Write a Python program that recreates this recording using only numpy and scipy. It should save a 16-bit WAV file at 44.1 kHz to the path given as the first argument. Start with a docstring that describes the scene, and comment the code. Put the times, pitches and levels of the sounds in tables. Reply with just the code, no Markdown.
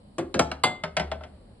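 """Knocks, clinks and taps of a glass cup moved under a coffee machine's spout in a small tiled kitchen.
It hits the filter handle, the tray's rim, the casing and the spout, clinks, and is set down in the tray.
Each blow is a set of dying sines, a low hollow boom and a clatter of peaky noise dying band by band.
A gliding sine thrums in the worktop, shaped noise makes the quiet and the cup's rubbing as it is let go;
feedback delays give the kitchen, and two microphone ports take the blows with a phase lead and a balance."""
import sys
import numpy as np
from scipy import signal
from scipy.fft import rfft, irfft, next_fast_len
from scipy.io import wavfile
from scipy.ndimage import uniform_filter1d

SR = 44100
rng = np.random.default_rng(int(sys.argv[2]) if len(sys.argv) > 2 else 0)


def to_wav(sig):
    """Store sig (one row per channel, or 1-D mono) as 16-bit WAV at the path in sys.argv[1].

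    Samples outside -1..1 are clipped; the rate is SR.
    """
    pcm = np.clip(np.atleast_2d(sig), -1, 1) * 32767
    pcm = np.round(pcm).astype(np.int16)
    wavfile.write(sys.argv[1], SR, pcm.T)  # frames by channels


def ratio_of_db(decibels):
    """Turn decibels (scalar or array-like) into linear amplitude factors; 0 dB maps to 1."""
    return 10 ** (np.asarray(decibels, float) / 20)


N = 70560   # samples, 1.6 s

# Room tone: spectrum (f/Hz, relative level per Hz/dB), and how alike left and right are (f/Hz, likeness -1..1)
QUIET = [(15, -31), (25, 5.5), (74, -5), (106, -4), (169, -9.5), (208, -2.5), (367, -21.5), (541, -12.5),
         (1410, -32), (2750, -37.5), (3050, -30.5), (3300, -39), (4380, -30.5), (6620, -59.5), (7540, -40),
         (10500, -40), (12000, -65), (15600, -84), (22000, -120)]
QUIET_LIKENESS = [(60, 0.98), (170, 1), (490, 0.45), (1420, -0.27), (4080, -0.25), (11700, 0.85)]
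QUIET_DB = -51   # rms of the left-right mean
# Low thrum of the worktop: (t/s, rms level/dB, f/Hz)
THRUM = [(0.0, -71, 81), (0.056, -67, 73.4), (0.114, -68, 73.6), (0.19, -101, 81.4), (0.254, -47.5, 74.3),
         (0.328, -59, 80.8), (0.368, -39.5, 78.8), (0.44, -34, 73), (0.582, -44, 73.4), (0.73, -56, 90.2),
         (0.806, -55, 86.6), (0.882, -45.5, 80.8), (0.966, -49.5, 71), (1.038, -34.5, 73),
         (1.242, -44.5, 75.2), (1.282, -67, 74.8), (1.35, -47, 74.2), (1.474, -76.5, 76.5),
         (1.536, -83, 76.9), (1.6, -64, 80.3)]

# Blows: (t/s, level/dB, boom level/dB, tilt/dB per octave about 1 kHz, left over right/dB);
# each thing's own offsets and the ports come on top
HANDLE_KNOCKS = [(0.182, -13, -28.5, 2.5, -0.4)]
RIM_KNOCKS = [(0.341, -16, -19.5, 0.017, 0.087)]
CASING_BUMPS = [(0.392, -2, -18.5, 0.011, 0.13)]
SPOUT_TICKS = [(0.515, -17.5, -46.5, 0.0082, 0.1)]
GLASS_CLINKS = [(0.636, -3.5, -17, 0.0081, 0.1)]
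TRAY_TAPS = [(0.836, -16.5, -23.5, -0.76, 0.12), (0.967, -10.5, -41, -0.35, 0.1),
             (0.996, -16, -25.5, -0.89, 0.1), (1.115, -21.5, -63, -2, 0.1),
             (1.235, -33.5, -50.5, -1.75, 0.1)]
TRAY_NUDGES = [(1.208, -36.5, -52, -5.5, 0.13)]
# Ringing modes of each thing, of the hollow machine and of the space under the tray: (f/Hz, level/dB, t60/s)
HANDLE_MODES = [(338.4, 3.5, 0.14), (387, -9, 0.29), (651, -5.5, 0.059), (719, -8, 0.09),
                (1162, -16, 0.062), (1960, -32.5, .12), (3500, -35, .14), (4770, -45, .08)]
RIM_MODES = [(259, 0.5, 0.6), (344.6, -2.5, 0.46), (460, -19, 0.077), (838, 1, 0.067), (1620, -5, 0.15),
             (1850, -27.5, .09), (3820, -3.5, 0.045), (5300, -15, .15)]
CASING_MODES = [(549, -9, 0.27), (616, 10, 0.058), (722, 2.5, 0.081), (862, -6.5, 0.3), (1267, -16, 0.089),
                (1335, -3.5, 0.16), (1743, -14.5, 0.22), (3120, -3, 0.039), (3935, -4, 0.039),
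                (5030, -10.5, 0.093), (5512, -7, 0.14), (7570, -17, .13)]
SPOUT_MODES = [(640, -5.5, 0.069), (1510, 3.5, 0.032), (2299, -17, 0.033), (2813, 2.5, 0.018),
               (4070, -12, 0.04), (5300, -11.5, 0.047)]
GLASS_MODES = [(178, -15, .3), (348, -9, .12), (608, -13, .22), (739, -7, .3), (765, 6, .065),
               (846, -7, .16), (930, 3, .05), (1030, 4, .05), (1180, 2, .06), (1310, -5, .07),
               (2077, -4, .3), (2939, -16, .09), (3477, -12, .31), (3865, -16, .11), (3990, -14, .07),
               (4247, -17, .09), (4648, -9, .09), (4754, -12, .11), (5173, -21, .08), (7450, -23, .19),
               (7827, -25, .23), (8393, -33, .26), (9200, -31, .18), (9572, -29, .18), (11120, -24, .06)]
TRAY_MODES = [(616, 2, 0.069), (733, -17, 0.098), (897.6, -1.5, 0.064), (1343, -0.5, 0.047),
              (1528, -12.5, 0.23), (2056, -4.5, 0.05), (3020, -9, 0.043), (3530, -3.5, 0.027),
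              (5170, -11.5, 0.091)]
HOLLOW_MODES = [(107.8, -4.5, 0.23), (156.7, 1, 0.19), (249.5, -15, 0.04), (349.7, -1, 0.24)]
UNDER_TRAY_MODES = [(165, 0, .12), (395, -18, .25)]
# Dense clatter of each thing, too many modes to tell apart: (f/Hz, relative level/dB)
HANDLE_CLATTER = [(120, -45), (200, -4.5), (377, -5.5), (1040, -25), (1620, -24.5), (2570, -35.5),
                  (5650, -45.5), (6820, -54.5), (8520, -27.5), (12000, -62.5), (15600, -92), (22000, -120)]
RIM_CLATTER = [(120, -41), (200, 2.5), (559, -8.5), (1020, -21), (1620, -20), (2400, -26.5), (5650, -30.5),
               (6260, -54.5), (8370, -27.5), (12000, -81), (15600, -93), (22000, -120)]
CASING_CLATTER = [(120, 5.5), (200, -5.5), (404, -25), (652, -3.5), (1040, -14), (4600, -26), (5010, -22.5),
                  (8520, -32.5), (10600, -30.5), (12000, -62), (15600, -93), (22000, -120)]
SPOUT_CLATTER = [(120, -38), (200, -14.5), (1190, -13.5), (1560, -6), (2520, -27.5), (2850, -10),
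                 (3100, -17), (10600, -34.5), (12000, -86), (15600, -108), (22000, -120)]
GLASS_CLATTER = [(120, -32), (200, -6.5), (815, -16), (1700, -17.5), (2090, -39), (2660, -18), (4760, -23),
                 (5550, -53), (7690, -23), (12000, -31.5), (15600, -71), (22000, -120)]
TRAY_CLATTER = [(120, 3), (200, -5), (307, -28), (620, -3.5), (1110, -13.5), (1290, -13.5), (2130, -7.5),
                (6050, -25.5), (8520, -31.5), (12000, -101), (15600, -81), (22000, -120)]
# Common decay of the clatter, stretched by each thing's "lasting": (f/Hz, t60/s)
CLATTER_T60 = [(200, 0.22), (600, 0.23), (2000, 0.16), (5000, 0.1), (11000, 0.059)]
CLATTER_EDGES_HZ = 140 * 2 ** np.arange(0, 6.6, .5)   # half-octave bands
# Sudden drop of the ring: (t/s, level/dB)
HANDLE_DROP, RIM_DROP, GLASS_DROP = (.243, -9), (.384, -14), (.831, -30)
SWELL_CYCLES = 2.5   # time constant of a mode's swell, in its own cycles
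CLATTER_PEAKS_DB = 5.0   # spread of the narrow peaks
CRACK_T60_S, RISE_S, RISE_CYCLES = 0.023, .0008, 1.51   # the clatter's rise is seconds plus cycles of its band

# The cup shifts as the hand lets go: course (t/s, relative level/dB) and colour (f/Hz, relative level/dB)
RUSTLE = [(1.0, -36), (1.088, -47), (1.266, -60.5), (1.56, -64)]
RUSTLE_COLOUR = [(180, -41), (300, -5), (376, 2.5), (471, -8), (1890, -17), (2500, -28), (5430, -38.5),
                 (6000, -48), (7800, -80), (13200, -120)]
RUSTLE_DB = -2   # added to the course

# Microphone ports: left's lead over right (f/Hz, phase/rad) and left over right (f/Hz, level/dB)
PORT_LEAD = [(20, 0), (300, 0.22), (800, 0.36), (2150, 0.91), (3450, 1), (4500, 1.5), (5300, 3.5),
             (6300, 3), (7200, 4.5), (8000, 7.5), (12000, 6.5)]
PORT_BALANCE = [(60, 5), (200, -1.7), (400, 2), (700, 5.5), (1200, 0.5), (2500, 2), (5000, -5.5), (9000, 2)]
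# What differs between the ports in clatter, and after widening in echo: (f/Hz, share)
WIDTH = [(100, 0.029), (250, 0.067), (600, 0.39), (2000, 0.43), (5000, 0.13), (9000, 0.092)]
# Echo of the tiled kitchen: decay (f/Hz, t60/s) and strength (f/Hz, level/dB)
KITCHEN_T60 = [(100, 0.96), (500, 0.45), (2000, 0.4), (6000, 0.24), (12000, 0.19)]
KITCHEN_LEVEL = [(100, -21), (500, -12.5), (2000, -16.5), (6000, -10.5), (12000, -14)]
RING_IN_KITCHEN_DB, ECHO_WIDER = -1, 2.2   # ring sent to the echo; factor on WIDTH

# Limiter: threshold, share of the excess taken off, look-ahead, fall of the held excess
LIMIT_DB, LIMIT_SHARE, AHEAD_S, EXCESS_FALL_DB_PER_S = -19.5, 0.27, 0.0027, 33
LOW_CUT_HZ, HIGH_STOP_HZ = 38, 12350
LEFT_RIGHT = np.array([[1], [-1]])   # signs of a side signal


def at_hz(points, hz):
    """Reads a table on a log-frequency axis."""
    table = np.array(points)
    return np.interp(np.log(hz), np.log(table[:, 0]), table[:, 1])


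def bins_hz(size):
    """Frequencies of a spectrum, the lowest held at 1 Hz for the logarithm."""
    return np.maximum(np.fft.rfftfreq(size, 1 / SR), 1)


def quiet():
    """Stereo room tone: shaped steady noise, mid and side weighed by the likeness of the ports."""
    hz = bins_hz(N)
    mid, side = rfft(rng.standard_normal((2, N))) * ratio_of_db(at_hz(QUIET, hz))
    alike = np.clip(at_hz(QUIET_LIKENESS, hz), -1, 1)
    tone = irfft(np.sqrt(1 + alike) * mid + np.sqrt(1 - alike) * side * LEFT_RIGHT, N)
    return ratio_of_db(QUIET_DB) * tone / tone.mean(axis=0).std()


def thrum():
    """The worktop's low thrum: a single sine that wanders in level and pitch."""
    s, db, hz = np.transpose(THRUM)
    t = np.arange(N) / SR
    cycles = np.cumsum(np.interp(t, s, hz)) / SR
    return np.sqrt(2) * ratio_of_db(np.interp(t, s, db)) * np.sin(2 * np.pi * cycles)


def ring(modes, t, tilt_db):
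    """Sum of dying sines; each takes a few of its own cycles to swell, so the low ones come late."""
    hz, db, t60 = np.transpose(modes)[:, :, None]
    scatter_db = rng.normal(0, 1.2, hz.shape)
    turn = rng.random(hz.shape)
    dying = ratio_of_db(db + scatter_db + tilt_db * np.log2(hz / 1000) - 60 * t / t60)
    swell = 1 - np.exp(-t * hz / SWELL_CYCLES)
    return (dying * swell * np.sin(2 * np.pi * (hz * t + turn))).sum(axis=0)


def band(x, low, high):
    """Band-pass between two frequencies in Hz."""
    return signal.sosfilt(signal.butter(2, [low, high], "band", fs=SR, output="sos"), x)


def peaky_noise(size):
    """Noise with random narrow spectral peaks, as crowded modes give: two draws of mid and side."""
    spectrum = rfft(rng.standard_normal((2, 2, size)))
    peak_db = rng.normal(0, CLATTER_PEAKS_DB, (2, 1, size // 24 + 1))
    peaks = ratio_of_db(peak_db).repeat(16, axis=2)   # each peak is 16 bins wide
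    noise = irfft(spectrum * peaks[..., :spectrum.shape[2]], size)
    return noise / noise.std()


def clatter_noise(clatter, t, tilt_db, crack_db, lasting):
    """Crowded modes as noise that dies band by band, with a short crack at its head."""
    noise, white = 0, peaky_noise(len(t))
    for k, (low, high) in enumerate(zip(CLATTER_EDGES_HZ, CLATTER_EDGES_HZ[1:])):
        hz = np.sqrt(low * high)
        tail = ratio_of_db(-60 * t / (lasting * at_hz(CLATTER_T60, hz)))
        crack = ratio_of_db(crack_db - 60 * t / CRACK_T60_S)
        rise = np.minimum(t / (RISE_S + RISE_CYCLES / hz), 1)
        # neighbouring bands take different draws
        mid, side = band(white[k % 2] * (tail + crack) * rise, low, high)
        level = ratio_of_db(at_hz(clatter, hz) + tilt_db * np.log2(hz / 1000))
        noise = noise + level * (mid + at_hz(WIDTH, hz) * side * LEFT_RIGHT)
    return noise


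def blows(events, modes, hollow, clatter, ring_db, clatter_db, crack_db, boom_db, lasting, drop=(9, 0)):
    """Each blow rings the thing's modes, booms in a hollow and spills a clatter; gives rings, noises."""
    out = np.zeros((2, 2, N + SR))
    t = np.arange(SR // 2) / SR
    for s, db, low_db, tilt_db, pan_db in events:
        rings = ratio_of_db(db + ring_db) * ring(modes, t, tilt_db)
        boom = ratio_of_db(low_db + boom_db) * ring(hollow, t, 0)
        dropped = np.clip((s + t - drop[0]) / 0.0021, 0, 1)   # the drop in level takes 2.1 ms
        rings = (rings + boom) * ratio_of_db(drop[1] * dropped)
        noise = ratio_of_db(db + clatter_db) * clatter_noise(clatter, t, tilt_db, crack_db, lasting)
        i = int(s * SR)
        pan = ratio_of_db(pan_db / 2 * LEFT_RIGHT)
        out[:, :, i:i + len(t)] += [rings * pan, noise * pan]
    return out[:, :, :N]


def handle_knocks():
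    """The filter handle rings low over the machine's boom, then drops suddenly in level."""
    return blows(HANDLE_KNOCKS, HANDLE_MODES, HOLLOW_MODES, HANDLE_CLATTER, ring_db=-0.5, clatter_db=16,
                 crack_db=-3, boom_db=2.5, lasting=1.07, drop=HANDLE_DROP)


def rim_knocks():
    """The tray's rim rings with low modes over the machine's boom, turned down just before the next bump."""
    return blows(RIM_KNOCKS, RIM_MODES, HOLLOW_MODES, RIM_CLATTER, ring_db=-12.0, clatter_db=16.0,
                 crack_db=5.0, boom_db=-3, lasting=1.12, drop=RIM_DROP)


def casing_bumps():
    """The casing rings from mid to treble over the machine's boom, with a short clatter."""
    return blows(CASING_BUMPS, CASING_MODES, HOLLOW_MODES, CASING_CLATTER, ring_db=-14, clatter_db=14.5,
                 crack_db=0, boom_db=0.5, lasting=0.61)


def spout_ticks():
    """The spout ticks: a few modes that die within hundredths of a second, and a crack."""
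    return blows(SPOUT_TICKS, SPOUT_MODES, HOLLOW_MODES, SPOUT_CLATTER, ring_db=-2, clatter_db=9.5,
                 crack_db=4, boom_db=-8.5, lasting=0.86)


def glass_clinks():
    """The glass clinks with many modes up to the high treble until a second touch damps them."""
    return blows(GLASS_CLINKS, GLASS_MODES, HOLLOW_MODES, GLASS_CLATTER, ring_db=-8.0, clatter_db=15,
                 crack_db=-8.5, boom_db=-3, lasting=1.0, drop=GLASS_DROP)


def tray_taps():
    """The cup taps the plastic tray: dull modes over a boom from the space beneath."""
    return blows(TRAY_TAPS, TRAY_MODES, UNDER_TRAY_MODES, TRAY_CLATTER, ring_db=-6, clatter_db=9.5,
                 crack_db=2.5, boom_db=8.0, lasting=0.79)


def rustle():
    """Soft rubbing: shaped noise in grains of 100 samples and uneven strength."""
    s, db = np.transpose(RUSTLE)
    grain_db = 2.0 * rng.exponential(1, N // 100 + 1).repeat(100)[:N]
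    grains = rng.standard_normal(N) * ratio_of_db(grain_db)
    rub = irfft(rfft(grains) * ratio_of_db(at_hz(RUSTLE_COLOUR, bins_hz(N))), N)
    course_db = np.interp(np.arange(N) / SR, s, db, left=-120, right=-120)
    return ratio_of_db(RUSTLE_DB + course_db) * rub / rub.std()


def tray_nudges():
    """A faint nudge of the tray, with hardly any crack or boom."""
    return blows(TRAY_NUDGES, TRAY_MODES, UNDER_TRAY_MODES, TRAY_CLATTER, ring_db=-3, clatter_db=7,
                 crack_db=-21, boom_db=-11, lasting=1.1)


def kitchen(hz):
    """Echo response of the tiles: twelve feedback delays shared and twelve more for each side."""
    t60 = at_hz(KITCHEN_T60, hz)
    halls = np.zeros((3, len(hz)), complex)   # left, right, shared
    for k, lag in enumerate(rng.uniform(.006, .04, 36)):   # s
        loop = ratio_of_db(-60 * lag / t60) * np.exp(-2j * np.pi * hz * lag)
        halls[k % 3] += (-1) ** (k // 3) * loop / (1 - loop) / np.sqrt(12)
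    alike = 1 - np.clip(ECHO_WIDER * at_hz(WIDTH, hz), 0, 1) ** 2
    return ratio_of_db(at_hz(KITCHEN_LEVEL, hz)) * (np.sqrt(alike) * halls[2] + np.sqrt(1 - alike) * halls[:2])


def at_the_ports(rings, noises):
    """Direct sound and kitchen echo reach two microphone ports, which differ in phase and level."""
    size = next_fast_len(N + SR)
    hz = bins_hz(size)
    direct = rfft(rings + noises, size)
    sent = rfft((ratio_of_db(RING_IN_KITCHEN_DB) * rings + noises).mean(axis=0), size)
    # half of the difference goes to each port
    half = ratio_of_db(at_hz(PORT_BALANCE, hz) / 2) * np.exp(.5j * at_hz(PORT_LEAD, hz))
    return irfft((direct + kitchen(hz) * sent) * [half, 1 / half], size)[:, :N]


def scene():
    """The cup's path under the machine, heard in the kitchen."""
    rings, noises = (handle_knocks() + rim_knocks() + casing_bumps() + spout_ticks()
                     + glass_clinks() + tray_taps() + tray_nudges())
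    return at_the_ports(rings, noises + rustle()) + thrum() + quiet()


def band_limit(x):
    """A steep low-pass at the top of the band."""
    return signal.sosfilt(signal.butter(12, 12320, fs=SR, output="sos"), x)


def record(dry):
    """A limiter that looks ahead turns loud blows down and recovers; then both ends are cut."""
    slope = EXCESS_FALL_DB_PER_S * np.arange(N) / SR
    peak_db = 20 * np.log10(np.abs(dry).max(axis=0) + 1e-9)
    over = np.maximum(peak_db - LIMIT_DB, 0)
    held = np.maximum.accumulate(over + slope) - slope   # jumps up at once, falls steadily
    ahead = int(AHEAD_S * SR)
    held = np.append(held[ahead:], np.full(ahead, held[-1]))
    held = uniform_filter1d(held, size=89)
    limited = dry * ratio_of_db(-LIMIT_SHARE * held)
    high_cut = signal.cheby2(10, 50, HIGH_STOP_HZ, fs=SR, output="sos")   # 50 dB down from there up
    low_cut = signal.butter(4, LOW_CUT_HZ, "high", fs=SR, output="sos")
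    mix = signal.sosfilt(low_cut, signal.sosfilt(high_cut, limited))
    return band_limit(mix)


dry = scene()
out = record(dry)
to_wav(out)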